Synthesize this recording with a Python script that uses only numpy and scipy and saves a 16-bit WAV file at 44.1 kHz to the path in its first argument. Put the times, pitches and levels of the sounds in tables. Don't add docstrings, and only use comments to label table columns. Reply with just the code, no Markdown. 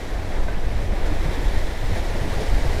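import sys
import numpy as np
from scipy import signal
from scipy.fft import rfft, irfft, next_fast_len
from scipy.io import wavfile
from scipy.ndimage import uniform_filter1d, map_coordinates

SR = 44100
rng = np.random.default_rng(int(sys.argv[2]) if len(sys.argv) > 2 else 0)


def unload_audio(sound):
    columns = np.transpose(np.atleast_2d(sound))
    steps = np.round(np.clip(columns, -1, 1) * 32767)
    wavfile.write(sys.argv[1], SR, steps.astype(np.int16))


def invert_db(x):
    u = np.asarray(x, float) / 20
    return 10 ** u


N = 123479


def unit(x):
    return x / np.sqrt(np.mean(x ** 2) + 1e-20)


def curve(rows):
    s, value = np.transpose(rows)
    return np.interp(np.arange(N) / SR, s, value)


def wobble(rate):
    return map_coordinates(rng.standard_normal(999), [np.arange(N) * rate / SR])


def bumps(rows):
    t = np.arange(N) / SR
    return invert_db(sum(db * np.exp(-((t - s) / (length / 2)) ** 2) for s, db, length in rows))


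def coloured(x, spectrum):
    size = next_fast_len(N + 8192)
    hz, db = np.transpose(spectrum)
    bins_hz = np.fft.rfftfreq(size, 1 / SR)
    gain = invert_db(np.interp(np.log(bins_hz + 1), np.log(hz + 1), db, left=-120))
    return unit(irfft(rfft(x, size) * gain, size)[:N])


def patchy(depth_db):
    z = signal.stft(rng.standard_normal(N + 512), nperseg=512)[2]
    field = uniform_filter1d(rng.standard_normal(z.shape), size=9, axis=0)
    field = uniform_filter1d(field, size=8, axis=1)
    return signal.istft(z * invert_db(depth_db * unit(field)), nperseg=512)[1][:N]


def grains(count, hz, spread, cycles, scatter_db, size):
    u = rng.random((count, 2))
    pitch_hz = np.clip(hz * np.exp(spread * rng.standard_normal(count)), 100, 15000)[:, None]
    turn = pitch_hz * np.arange(size) / SR
    wave = np.sin(2 * np.pi * turn * (1 + 0.14 * turn / cycles))
    wave = wave * np.exp(-3 * turn / cycles) * (1 - np.exp(-2 * turn))
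    wave = wave * invert_db(-scatter_db * np.log(u[:, 1:] + 1 / 20))
    where = (u[:, :1] * N).astype(int) + np.arange(size)
    return unit(np.bincount(where.ravel(), wave.ravel(), N + size)[:N])


def foam(spectrum, fizz, crackle):
    small = grains(count=9000, hz=3494, spread=0.737, cycles=6.4, scatter_db=3.0, size=150)
    sharp = grains(count=3000, hz=7150, spread=0.51, cycles=1.4, scatter_db=5.5, size=40)
    mix = patchy(depth_db=0.8) + fizz * small + crackle * sharp
    return invert_db(0.6 * wobble(19)) * coloured(mix, spectrum)


def breaker():
    # start_s, level_db
    strength = [(0, -49), (.5, -50.5), (.85, -49), (1.07, -47), (1.4, -42.5), (1.75, -45), (1.96, -42.5),
                (2.25, -52), (2.5, -47), (2.8, -53)]
    # pitch_hz, density_db (per Hz)
    foam_colour = [(700, -29), (1300, -11), (1900, -4.5), (3000, -3.5), (5000, -10), (8000, -19),
                   (13000, -24.5), (16000, -30)]
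    # pitch_hz, gain_db
    copy_colour = [(1, 0), (3000, 0), (4500, -5), (6500, -4), (8000, 3), (22050, 3)]
    # start_s, lag_ms
    copy_lag = [(0, .535), (1.1, .527), (1.75, .548), (2.3, .537), (2.8, .555)]
    copy_share = 0.7
    direct = foam(foam_colour, fizz=0.42, crackle=0.1)
    copy = np.std(direct) * coloured(direct, copy_colour)
    heard_at = np.arange(N) - curve(copy_lag) * SR / 1000
    late = map_coordinates(copy, [heard_at], order=5, mode="nearest")
    return invert_db(curve(strength)) * unit(direct + copy_share * late)


def wash():
    # start_s, level_db
    strength = [(0, -45), (.35, -45), (.5, -46.5), (.9, -45.5), (1.05, -44.5), (1.3, -43.5), (1.8, -43),
                (2.1, -41), (2.4, -39.5), (2.55, -39), (2.8, -38)]
    # pitch_hz, density_db (per Hz)
    spray_colour = [(600, 0.5), (1300, -10), (1900, -5.5), (2700, -10.5), (4000, -8), (7000, -15),
                    (12000, -23), (16000, -30)]
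    return invert_db(curve(strength)) * foam(spray_colour, fizz=0.33, crackle=0.27)


def surges():
    surge_bumps = [(.33, 0.5, .06), (0.832, 1, .04), (1.065, 3.5, .04), (1.25, 1.5, 0.034),
                   (1.343, 2, 0.031), (1.45, 2, 0.047), (1.58, 2, 0.044), (1.965, 2, 0.038),
                   (2.02, -2.5, 0.024), (2.268, -2.5, 0.028), (2.416, 2.5, 0.048), (2.73, 1, .05)]
    return bumps(surge_bumps)


def slaps():
    # start_s, peak_db, pitch_hz (of the trapped air)
    hits = [
        (.4824, -11.5, 640),
        (1.072, -25, 690),
        (1.995, -22, 580),
        (2.254, -25, 550),
    ]
    # pitch_ratio (over the lowest mode), level_db, ring_ratio (over t60_s)
    modes = [(1, 0, .9), (1.6, -3, .6), (2.4, -7, 2), (3.2, -17, .8)]
    t60_s, level_db, splash_db = 0.04, -2, -14
    out, t = np.zeros(N + SR), np.arange(SR // 8) / SR
    onset = 1 - np.exp(-t / 0.00057)
    for s, db, hz in hits:
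        ring = sum(invert_db(mode_db - 60 * t / (t60_s * lasts)) * np.sin(2 * np.pi * hz * ratio * t)
                   for ratio, mode_db, lasts in modes)
        dull_noise = np.convolve(rng.standard_normal(len(t)), np.hanning(18) / 6, "same")
        splash = invert_db(splash_db - 60 * t / t60_s) * dull_noise
        out[round(s * SR):][:len(t)] += invert_db(db + level_db) * onset * (ring + splash) / 2
    return out[:N]


def pockets():
    # start_s, level_db, pitch_hz, length_s
    glugs = [(.91, -26.5, 195, 0.045), (1.1, -27.5, 295, 0.048), (1.2, -32, 335, .035),
             (.915, -31, 560, .05), (1.243, -24, 140.5, 0.038), (1.362, -27.5, 277, 0.04),
             (.44, -35, 172, 0.043), (0.56, -27, 180, 0.027), (0.378, -34, 520, 0.042),
             (1.5, -31.5, 170, .035), (1.955, -33, 180, 0.03), (2.065, -31, 154, .035),
             (2.14, -29, 350, 0.032), (1.5, -33, 150, .03), (2.398, -29, 420, 0.034),
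             (1.903, -25, 100, 0.052), (2.652, -23, 101, 0.041)]
    # start_s, level_db, pitch_hz, length_s
    flecks = [(1.235, -40, 2000, .03), (1.555, -42, 1800, .035), (2.035, -39, 1900, .025),
              (2.715, -40, 2000, .03)]
    out, t = np.zeros(N + SR), np.arange(SR // 8) / SR
    for s, db, hz, length in [*glugs, *flecks]:
        swell = np.sin(np.pi * np.clip(t / length, 0, 1)) ** 2
        tone = np.sin(2 * np.pi * hz * t * (1 + 0.017 * t / length))
        out[round(s * SR):][:len(t)] += invert_db(db) * swell * tone
    return out[:N]


def drops():
    # start_s, level_db
    ticks = [(.386, -37), (1.075, -33), (1.992, -35), (2.253, -30), (2.408, -26), (2.453, -31)]
    t60_s = 0.014
    out, t = np.zeros(N + SR), np.arange(SR // 20) / SR
    envelope = invert_db(-60 * t / t60_s) * (1 - np.exp(-t / 0.001))
    for s, db in ticks:
        bright_noise = np.gradient(rng.standard_normal(len(t)))
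        out[round(s * SR):][:len(t)] += invert_db(db) * envelope * bright_noise
    return uniform_filter1d(out[:N], size=3)


def shore():
    # start_s, level_db
    roar_level = [(0.0, -35.5), (0.18, -33.5), (0.3, -34), (0.33, -32), (0.89, -33), (0.94, -31),
                  (1.23, -31.5), (1.35, -31), (1.84, -33.5), (1.99, -29.5), (2.0, -32.5), (2.22, -30.5),
                  (2.73, -30), (2.8, -31.5)]
    # pitch_hz, density_db (per Hz)
    roar_colour = [(60, -53), (150, -6.5), (300, -2.5), (650, -3.5), (1000, -9.5), (1400, -11.5),
                   (3000, -25), (8000, -49.5)]
    # start_s (centre), gain_db, length_s
    swells = [(.12, 0.5, 0.032), (.47, -2.5, .03), (.6, -2.5, .04), (.86, -1.5, 0.049), (.97, -1, 0.062),
              (1.12, -0.5, 0.037), (1.2, -1, 0.044), (1.37, -0.5, 0.068), (1.52, -3, .04), (1.8, -1, 0.034),
              (2.0, 0.5, 0.035), (2.16, 2.5, 0.029), (2.33, 0.5, 0.044), (2.43, 1, 0.03),
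              (2.68, 1.5, 0.036)]
    bubbles = grains(count=1800, hz=457, spread=0.568, cycles=9.4, scatter_db=2.0, size=1500)
    level = invert_db(curve(roar_level) + 0.2 * wobble(14))
    roar = coloured(patchy(depth_db=0.6), roar_colour)
    return level * bumps(swells) * unit(roar + 0.42 * bubbles)


def evened(x, span_s):
    evenness = 0.7
    power = uniform_filter1d(x ** 2, size=round(span_s * SR))
    power = uniform_filter1d(power, size=round(span_s * SR / 2))
    return unit(x / (np.abs(power) + 0.22) ** (evenness / 2))


def wind():
    # start_s, level_db
    push_level = [(0.0, -32.5), (0.1, -27), (0.3, -23), (0.4, -15), (0.6, -21.5), (1.0, -17.5),
                  (1.3, -21.5), (1.55, -19), (1.68, -22), (1.85, -20.5), (2.2, -22), (2.42, -25.5),
                  (2.5, -14), (2.65, -20), (2.8, -21.5)]
    # pitch_hz, density_db (per Hz)
    push_colour = [(1.8, -32), (3, -3), (16, 0), (30, 0), (45, -4), (62, -14), (90, -40), (200, -120)]
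    # start_s (centre), gain_db, length_s
    buffets = [(.08, -1, .04), (.14, 5.5, .05), (.22, -6, 0.045), (.32, -6, 0.032), (.44, -4, .04),
               (.54, 4, .06), (.67, 5.5, .045), (.72, -6, 0.035), (.76, 6, 0.029), (.84, -10, 0.043),
               (.88, 3.5, 0.031), (.99, -8, 0.053), (1.08, 8.5, 0.029), (1.14, 0.5, 0.056), (1.2, 3, 0.023),
               (1.33, -4, 0.046), (1.44, -7, .03), (1.48, 3.5, 0.039), (1.52, -5, 0.034), (1.56, 5, 0.05),
               (1.64, 3.5, 0.028), (1.72, -4, 0.044), (1.84, 6.5, .04), (1.92, 1, 0.026), (1.96, -3, .03),
               (2.0, 0, .04), (2.04, -6, 0.033), (2.16, 2.5, .04), (2.26, 0.5, .06), (2.32, 5, 0.027),
               (2.36, 7, 0.051), (2.49, 2.5, 0.062), (2.565, 1, 0.027), (2.68, 3, .03)]
    # start_s, level_db
    flutter_level = [(0, -39), (.2, -34.5), (.9, -32), (1.6, -33), (2.2, -30.5), (2.8, -29)]
    # pitch_hz, density_db (per Hz)
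    flutter_colour = [(30, -48), (50, -10.5), (65, -1.5), (90, -1), (130, -11.5), (190, -17.5), (260, -45),
                      (440, -120)]
    # start_s (centre), gain_db, length_s
    thumps = [(.194, 5.5, 0.059), (.267, 5.5, 0.055), (.332, -16, .04), (.388, 2.5, 0.031), (.491, 3, .04),
              (.59, -5, .04), (.649, 6, .04), (.716, 4.5, 0.056), (.76, 2, .03), (.853, 6, .04),
              (.924, 8, 0.032), (.966, -12, .04), (1.082, 3, 0.027), (1.124, 6, .03), (1.207, -1, .03),
              (1.301, 9, .04), (1.397, 1, .04), (1.458, 6, 0.054), (1.579, 6.5, 0.044), (1.78, -7, 0.075),
              (1.84, 6.5, 0.033), (1.917, 11, .04), (2.062, -9, .05), (2.221, 8, 0.028), (2.275, 4.5, .03),
              (2.328, 5, 0.034), (2.42, 0.5, 0.037), (2.455, -7, .04), (2.545, 6.5, .04), (2.6, -5, 0.042),
              (2.666, 8, .04), (2.77, 2.5, 0.056)]
    push = evened(coloured(rng.standard_normal(N), push_colour), span_s=0.045)
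    flutter = evened(coloured(rng.standard_normal(N), flutter_colour), span_s=0.022)
    flutter = coloured(flutter, [(1, 5), (200, 1.5), (300, -30)])
    pushed = invert_db(curve(push_level)) * bumps(buffets) * push
    return pushed + invert_db(curve(flutter_level)) * bumps(thumps) * flutter


def scene():
    background = wind() + shore()
    white_water = (breaker() + wash()) * surges()
    return (background + white_water + slaps() + pockets() + drops())[None]


def roll_off(x):
    return signal.sosfilt(signal.butter(12, 15710, fs=SR, output="sos"), x)


def record(dry):
    # pitch_hz, gain_db
    housing = [(1, 0.5), (900, -1), (1300, -5), (1800, 2), (2700, 1), (3300, 0), (14700, 1), (15400, -4)]
    limit, knee = 0.7, 3
    heard = coloured(dry[0], housing)[None] * np.std(dry)
    soft = heard / (1 + np.abs(heard / limit) ** knee) ** (1 / knee)
    return roll_off(soft)


dry = scene()
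out = record(dry)
unload_audio(out)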